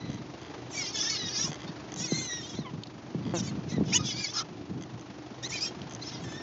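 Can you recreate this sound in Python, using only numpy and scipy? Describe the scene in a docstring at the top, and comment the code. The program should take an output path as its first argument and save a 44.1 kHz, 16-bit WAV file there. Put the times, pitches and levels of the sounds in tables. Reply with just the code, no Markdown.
"""An engine idles in noise puffs and firing-rate tones while gusts of low noise and thumps buffet the mic.
Piglets in a wet field squeal in three flickering partials, creak in rows of ringing clicks and rasp in
dense partials that break up under sliding resonances. Noise bursts smack in the mud, first near 3 s, and
a sow grunts once, at 3.3 s, in sagging pulses that ring her chest. The single mic has no bass, little top."""
import sys
import numpy as np
from scipy import signal
from scipy.fft import rfft, irfft
from scipy.io import wavfile

SR = 44100
rng = np.random.default_rng(int(sys.argv[2]) if len(sys.argv) > 2 else 0)


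def generate_wav(sig):
    """Save sig (samples, or channels by samples) to the path in sys.argv[1] as 16-bit PCM at SR."""
    pcm = np.round(np.clip(np.atleast_2d(sig).T, -1, 1) * 32767).astype(np.int16)
    wavfile.write(sys.argv[1], SR, pcm)


N = 283510


def amp(db):
    """Gain of a level in dB."""
    return 10 ** (np.asarray(db) / 20)


def rms_one(x):
    """Scaled to unit rms."""
    return x / np.sqrt(np.mean(x ** 2) + 1e-20)


def in_time(rows, span=slice(0, N)):
    """Columns of a table, drawn as straight lines between its moments."""
    s, *columns = np.transpose(rows)
    t = np.arange(N)[span] / SR
    return [np.interp(t, s, column) for column in columns]


def call(start_s, end_s, fade_s):
    """Samples that a call covers and its straight fade in and out."""
    span = slice(int(start_s * SR), min(int(end_s * SR), N))
    k = np.arange(span.stop - span.start)
    return span, np.clip(np.minimum(k, k[::-1]) / (fade_s * SR), 0, 1)


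def slow(rate_hz, size=N):
    """Wandering curve of spread 1: noise through a double one-pole low-pass, past its run-in."""
    run_in = 3000
    r = np.exp(-2 * np.pi * rate_hz / SR)
    noise = rng.standard_normal(size + run_in)
    return rms_one(signal.lfilter([1], [1, -2 * r, r * r], noise))[run_in:]


def ring(clicks, hz, t60):
    """A resonance: a unit click starts a sine of height 1 that dies by 60 dB in t60 seconds."""
    r, w = amp(-60 / (t60 * SR)), 2 * np.pi * hz / SR
    return signal.lfilter([0, np.sin(w)], [1, -2 * r * np.cos(w), r * r], clicks + 1e-18)


def pulses(rate_hz):
    """One unit sample per cycle."""
    return np.diff(np.floor(np.cumsum(rate_hz) / SR), prepend=0)


def bandpass(x, low_hz, high_hz):
    """Gentle second-order band."""
    return signal.sosfilt(signal.butter(2, [low_hz, high_hz], "band", fs=SR, output="sos"), x)


# Colour of the exhaust noise. 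Each row: frequency in Hz, relative density in dB per Hz.
ENGINE_COLOUR = [(24, -49), (45, -13.5), (75, -4.5), (100, -10.5), (125, -3.5), (202, -14), (307, -1),
                 (523, -11), (700, -9), (1600, -18.5), (6130, -26), (7000, -32.5), (8000, -82.5),
                 (17600, -120)]
# Orders that stand out as tones. Each row: multiple of the firing rate, mean level in dB.
EXHAUST_ORDERS = [(5, -53), (12, -53), (13, -55), (15, -56.5)]
FIRING_HZ, FIRST_FIRING_S = 24.57, .008
ENGINE_DB = -46   # noise rms


def engine():
    """Exhaust noise puffs once per firing; some orders of the firing rate stand out as tones."""
    t = np.arange(N) / SR
    turns = FIRING_HZ * (t - FIRST_FIRING_S) + .04 * slow(2.05)   # idle wanders a little
    cycle = turns % 1
    puff = 9 * cycle * np.exp(-7 * cycle) * amp(2 * slow(15))
    hz = np.maximum(np.fft.rfftfreq(N, 1 / SR), 1)
    colour_hz, colour_db = np.transpose(ENGINE_COLOUR)
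    colour = amp(np.interp(np.log(hz), np.log(colour_hz), colour_db))
    puffing = rng.standard_normal(N) * (0.55 + puff)
    noise = rms_one(irfft(rfft(puffing) * colour, N))
    tones = np.zeros(N)
    for order, db in EXHAUST_ORDERS:
        tones += amp(db + 3.7 * slow(4.9)) * np.sin(2 * np.pi * (order * turns + rng.random()))
    return noise * amp(ENGINE_DB + 1.52 * slow(0.37)) + tones


# Swells of the wind. Each row: peak in seconds, level in dB.
GUSTS = [(.1, -36), (1.25, -44.5), (2.0, -41.5), (2.17, -44), (2.62, -42.5), (3.25, -32.5), (3.46, -40),
         (3.78, -30), (4.0, -33.5), (4.75, -37), (5.82, -42.5), (6.27, -44)]
BREEZE_DB, GUST_RISE_DB_PER_S, GUST_FALL_DB_PER_S = -51, 121.5, 85


def gusts():
    """Strength of the wind: a breeze plus gusts that rise fast and ebb slower."""
    strength = np.full(N, amp(BREEZE_DB))
    for peak_s, db in GUSTS:
        since = np.arange(N) / SR - peak_s
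        strength += amp(db + np.minimum(GUST_RISE_DB_PER_S * since, -GUST_FALL_DB_PER_S * since))
    return strength


# Eddies that thump the microphone port. Each row: start in seconds, strength in dB.
BUFFETS = [(1.442, -25), (1.49, -22), (1.691, -24.5), (2.004, -25), (2.12, -12.5), (2.588, -17.5),
           (2.734, -23), (3.147, -16), (3.424, -21), (3.721, -20.5), (3.781, -12), (3.809, -12),
           (3.86, -23.5), (4.004, -24.5), (4.71, -24.5), (5.77, -29), (5.856, -30.5), (6.224, -26.5)]


def wind():
    """Lumpy low turbulence, with the strongest eddies as damped 150 Hz thumps."""
    lumpy = rng.standard_normal(N) * amp(4.34 * slow(20))
    out = rms_one(bandpass(lumpy, 100, 240)) * gusts()
    t = np.arange(2000) / SR
    envelope = (1 - np.exp(-t / 0.0012)) * np.exp(-t / 0.013)
    for s, db in BUFFETS:
        # a hard eddy starts with a quick flick in pitch
        turns = 150 * t + 0.06 * (db + 34.5) * (1 - np.exp(-t / 0.0031))
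        out[int(s * SR):][:len(t)] -= amp(db - 3.5) * envelope * np.sin(2 * np.pi * turns)
    return out


# Short squeaks. Each row: start, loudest moment and end in seconds, pitch in Hz at those three moments,
# level in dB, fundamental and third partial in dB against the level, roughness from 0 to 1.
SQUEAKS = [(0, .01, .23, 2000, 2000, 1970, -53, -2, -8, .4),
           (.745, .785, .87, 2355, 2290, 1990, -41, 5.5, -2, .1),
           (.95, 1.01, 1.035, 1723, 1715, 1710, -34, -22, -4, .2),
           (1.04, 1.08, 1.11, 1614, 1830, 1870, -36, -4, 0, .1),
           (1.44, 1.465, 1.485, 1104, 1060, 1037, -58, 18.5, -4, .2),
           (2.53, 2.58, 2.65, 1800, 2100, 1750, -48, -8, -8, .3),
           (2.645, 2.665, 2.705, 1166, 1030, 960, -45, 3, -2, .1),
           (3.455, 3.49, 3.51, 2340, 2250, 1960, -42, -6, -4, .15),
           (3.71, 3.74, 3.795, 1950, 2026, 1860, -48, 2, -4, .3),
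           (3.92, 3.955, 3.985, 700, 975, 990, -38, -2, 13, .25),
           (3.985, 4.0, 4.055, 1255, 1240, 1213, -50, 11, -4, .1),
           (4.035, 4.07, 4.12, 1646, 1730, 1670, -36, -33, -4, .4),
           (4.335, 4.39, 4.435, 1154, 1370, 1260, -54, 17.5, -4, .9),
           (5.43, 5.452, 5.475, 1700, 1985, 2060, -35, -4, -4, .25),
           (5.515, 5.54, 5.595, 2000, 2550, 2200, -43, 10, -4, .2),
           (5.605, 5.64, 5.67, 2370, 2600, 2380, -26, -15, -10, .25),
           (6.012, 6.025, 6.045, 1850, 2090, 2350, -38, -14, -10, .25)]
SWELL_DB, DIE_DB = 9.0, 9.0   # gain up to the loudest moment, loss after it


def squeak_curve(start_s, loudest_s, end_s, start_hz, loudest_hz, end_hz, db, first_db, third_db, rough):
    """A squeak swells to its loudest moment and dies away while the pitch bends."""
    start = (start_s, start_hz, db - SWELL_DB)
    loudest = (loudest_s, loudest_hz, db)
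    end = (end_s, end_hz, db - DIE_DB)
    return first_db, third_db, rough, [start, loudest, end]


# Long squeals. Each row: fundamental and third partial in dB against the level, roughness from 0 to 1,
# then a curve of moments, each with time in seconds, pitch in Hz, level in dB.
SQUEALS = [ (-9, -6, 0.06, [(1.095, 2230, -27), (1.15, 2183, -39.5), (1.22, 1936, -35.5),
           (1.295, 1855, -41)]), (-3, 1, 0.11, [(2.075, 2200, -43), (2.125, 2000, -40.5),
           (2.165, 2114, -35.5), (2.25, 2060, -47), (2.32, 1927, -36), (2.42, 1830, -48)]),
           (-4, -10, 0.081, [(4.09, 2485, -48), (4.125, 2250, -48), (4.22, 2415, -39.5),
           (4.25, 2245, -27.5), (4.285, 1940, -55)]), (5, 2.5, 0.08, [(6.24, 1815, -55.5),
           (6.3, 1737, -56.5), (6.39, 1847, -52), (6.428, 1800, -56)])]
JITTER = .09   # fast pitch unsteadiness at full roughness, share of the pitch


def squeals():
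    """Whistle-like voice: three partials on a slightly unsteady pitch, each flickering on its own."""
    out = np.zeros(N)
    for first_db, third_db, rough, rows in SQUEALS + [squeak_curve(*row) for row in SQUEAKS]:
        span, fade = call(rows[0][0], rows[-1][0], .006)
        hz, db = in_time(rows, span)
        size = len(hz)
        unsteady_hz = hz * (1 + .008 * slow(60, size) + rough * JITTER * slow(300, size))
        phase = 2 * np.pi * np.cumsum(unsteady_hz) / SR
        for partial, partial_db in enumerate([first_db, 0, third_db], start=1):
            flicker = amp(2.5 * slow(30, size)) + .3 * slow(200, size)
            out[span] += fade * amp(db + partial_db) * flicker * np.sin(partial * phase)
    return out


# Rows of single vocal-fold flaps. Each row: first and last flap in seconds, flaps per second,
# level at the middle of the swell in dB, treble in dB against it.
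CREAKS = [(.075, .175, 72, -38, -7), (0.382, .52, 60, -42, -7), (1.505, 1.562, 78, -33.5, 0),
          (1.591, 1.659, 73, -36, -9), (1.92, 1.97, 49, -37.5, 8), (3.224, 3.34, 71, -40, -15),
          (4.811, 4.84, 79, -38.5, -1.5), (4.995, 5.015, 62, -44.5, 5), (5.474, 5.486, 81, -36.5, 6),
          (5.896, 5.968, 75, -41.5, 8)]
# Resonances that a flap sets ringing. Each row: frequency in Hz, level in dB, 60 dB decay in seconds.
THROAT = [(2045, -7, 0.02), (3300, -1, 0.011), (4720, -8.5, 0.018)]
# The mouth's resonances. Each row: frequency in Hz, level in dB, 60 dB decay in seconds.
MOUTH = [(5730, -19.5, 0.018), (6230, -1, 0.0087)]


def creaks():
    """Each flap rings throat and mouth; the row swells and fades."""
    low, high = np.zeros((2, N))
    for first_s, last_s, per_s, db, treble_db in CREAKS:
        at = (np.arange(first_s, last_s, 1 / per_s) * SR).astype(int)
        chance = rng.standard_normal((20, 2))[:len(at)]
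        swell = np.sin(np.pi * np.arange(1, len(at) + 1) / (len(at) + 1))
        low[at] += swell * amp(db + 2.5 * chance[:, 0])
        high[at] += swell * amp(db + treble_db + 3.5 * chance[:, 1])
    throat = sum(amp(db) * ring(low, hz, t60) for hz, db, t60 in THROAT)
    mouth = sum(amp(db) * ring(high, hz, t60) for hz, db, t60 in MOUTH)
    return throat + mouth


# Hoarse cries. Each row: start and end in seconds, effort in dB,
# upper throat resonance in Hz at the start and at the end.
RASP = [(0.696, 0.939, -32.5, 6350, 4556), (0.922, 1.066, -25.5, 5410, 5105),
        (1.031, 1.196, -28, 5430, 4870), (1.173, 1.342, -34.5, 4910, 5350),
        (1.307, 1.501, -26.5, 4790, 5845), (1.666, 1.697, -47, 4480, 4450),
        (1.957, 2.084, -29.5, 5880, 5610), (2.073, 2.279, -32.5, 6240, 6130),
        (2.219, 2.615, -42, 5740, 5530), (3.339, 3.409, -27.5, 6490, 5620), (3.41, 3.504, -39, 5960, 6200),
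        (3.681, 3.738, -42, 4990, 5880), (3.832, 4.049, -39, 5505, 4820), (3.923, 3.975, -19.5, 5285, 6280),
        (4.029, 4.145, -29.5, 5600, 4840), (4.129, 4.329, -33, 4890, 5340), (4.329, 4.419, -27, 4984, 5280),
        (5.424, 5.46, -36, 5400, 6200), (5.482, 5.595, -32, 6030, 5030), (5.588, 5.696, -33.5, 5100, 5620),
        (6.001, 6.204, -41, 5240, 4940), (6.181, 6.42, -47, 6440, 6110)]
# louder cries are brighter: lower resonance (dB) at a usual effort (dB), and its loss per dB of effort
LOWER_DB, USUAL_DB, LOSS_PER_DB = -4.5, -35.5, 0.38


def rasp():
    """Hoarse voice: dense partials break up and return under throat resonances that slide with the mouth."""
    out = np.zeros(N)
    for start_s, end_s, db, from_hz, to_hz in RASP:
        lower_db = LOWER_DB - LOSS_PER_DB * (db - USUAL_DB)
        span, fade = call(start_s, end_s + .012, 0.28 * (end_s - start_s))
        size = len(fade)
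        upper_hz = np.linspace(from_hz, to_hz, size)
        pitch_hz = upper_hz / 12 * (1 + .03 * slow(13, size) + .005 * slow(250, size))
        phase = 2 * np.pi * np.cumsum(pitch_hz) / SR
        # each resonance: centre in Hz, half-width in Hz, level in dB
        resonances = [(upper_hz, 500, 0), (upper_hz * 1.168, 500, -6),
                      (3450, 450, lower_db), (1900, 800, lower_db - 10)]
        voice = np.zeros(size)
        for k in range(1, 18):
            throat = sum(amp(level_db) / (1 + ((k * pitch_hz - centre_hz) / width_hz) ** 2)
                         for centre_hz, width_hz, level_db in resonances)
            breakup = amp(5.5 * slow(28, size)) + .6 * slow(260, size)
            voice += throat * breakup * np.sin(k * phase + 2 * np.pi * rng.random())
        out[span] += fade * amp(db - 12 + 0.77 * slow(26, size)) * voice
    return out


# Wet smacks in the mud. 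Each row: start in seconds, burst level in dB ahead of the band filter.
SMACKS = [(2.835, -22.5), (2.87, -30.5), (5.817, -27)]


def smacks():
    """Bright noise bursts of a few milliseconds."""
    hits = np.zeros(N)
    for s, db in SMACKS:
        hits[int(s * SR)] = amp(db)
    decay = signal.lfilter([1], [1, -np.exp(-1 / (.0025 * SR))], hits)
    return bandpass(decay * rng.standard_normal(N), 3000, 4900)


GRUNT_S, GRUNT_LENGTH_S, GRUNT_ATTACK_S, GRUNT_DB = 3.333, 0.05, 0.0068, -28
GRUNT_HZ, GRUNT_SAG_HZ_PER_S, GRUNT_DECAY_DB_PER_S = 182, 490, 331


def grunt():
    """Regular pulses of the sow's folds ring her chest; pitch and level sag."""
    span, fade = call(GRUNT_S, GRUNT_S + GRUNT_LENGTH_S, GRUNT_ATTACK_S)
    t = np.arange(len(fade)) / SR
    beat = pulses(GRUNT_HZ - GRUNT_SAG_HZ_PER_S * t)
    voice = ring(beat, 337, 0.066) + 8.3 * ring(beat, 540, 0.0042)
    out = np.zeros(N)
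    out[span] = fade * amp(GRUNT_DB - GRUNT_DECAY_DB_PER_S * t) * voice
    return out


def scene():
    """All sources reach one microphone, heard alike on both channels."""
    voices = squeals() + rasp() + creaks() + smacks()
    # the microphone loses the top of piglets and smacks above the presence range
    voices = signal.sosfilt(signal.butter(12, 7000, fs=SR, output="sos"), voices)
    return np.tile(voices + grunt() + wind() + engine(), (2, 1))


CUTOFF_HZ = 9090   # edge from which all is at least 70 dB down


def record(dry):
    """Bass is filtered off, the top is cut steeply."""
    lean = signal.sosfilt(signal.butter(3, 70, "high", fs=SR, output="sos"), dry)
    return signal.sosfilt(signal.cheby2(14, 70, CUTOFF_HZ, fs=SR, output="sos"), lean)


dry = scene()
out = record(dry)
generate_wav(out)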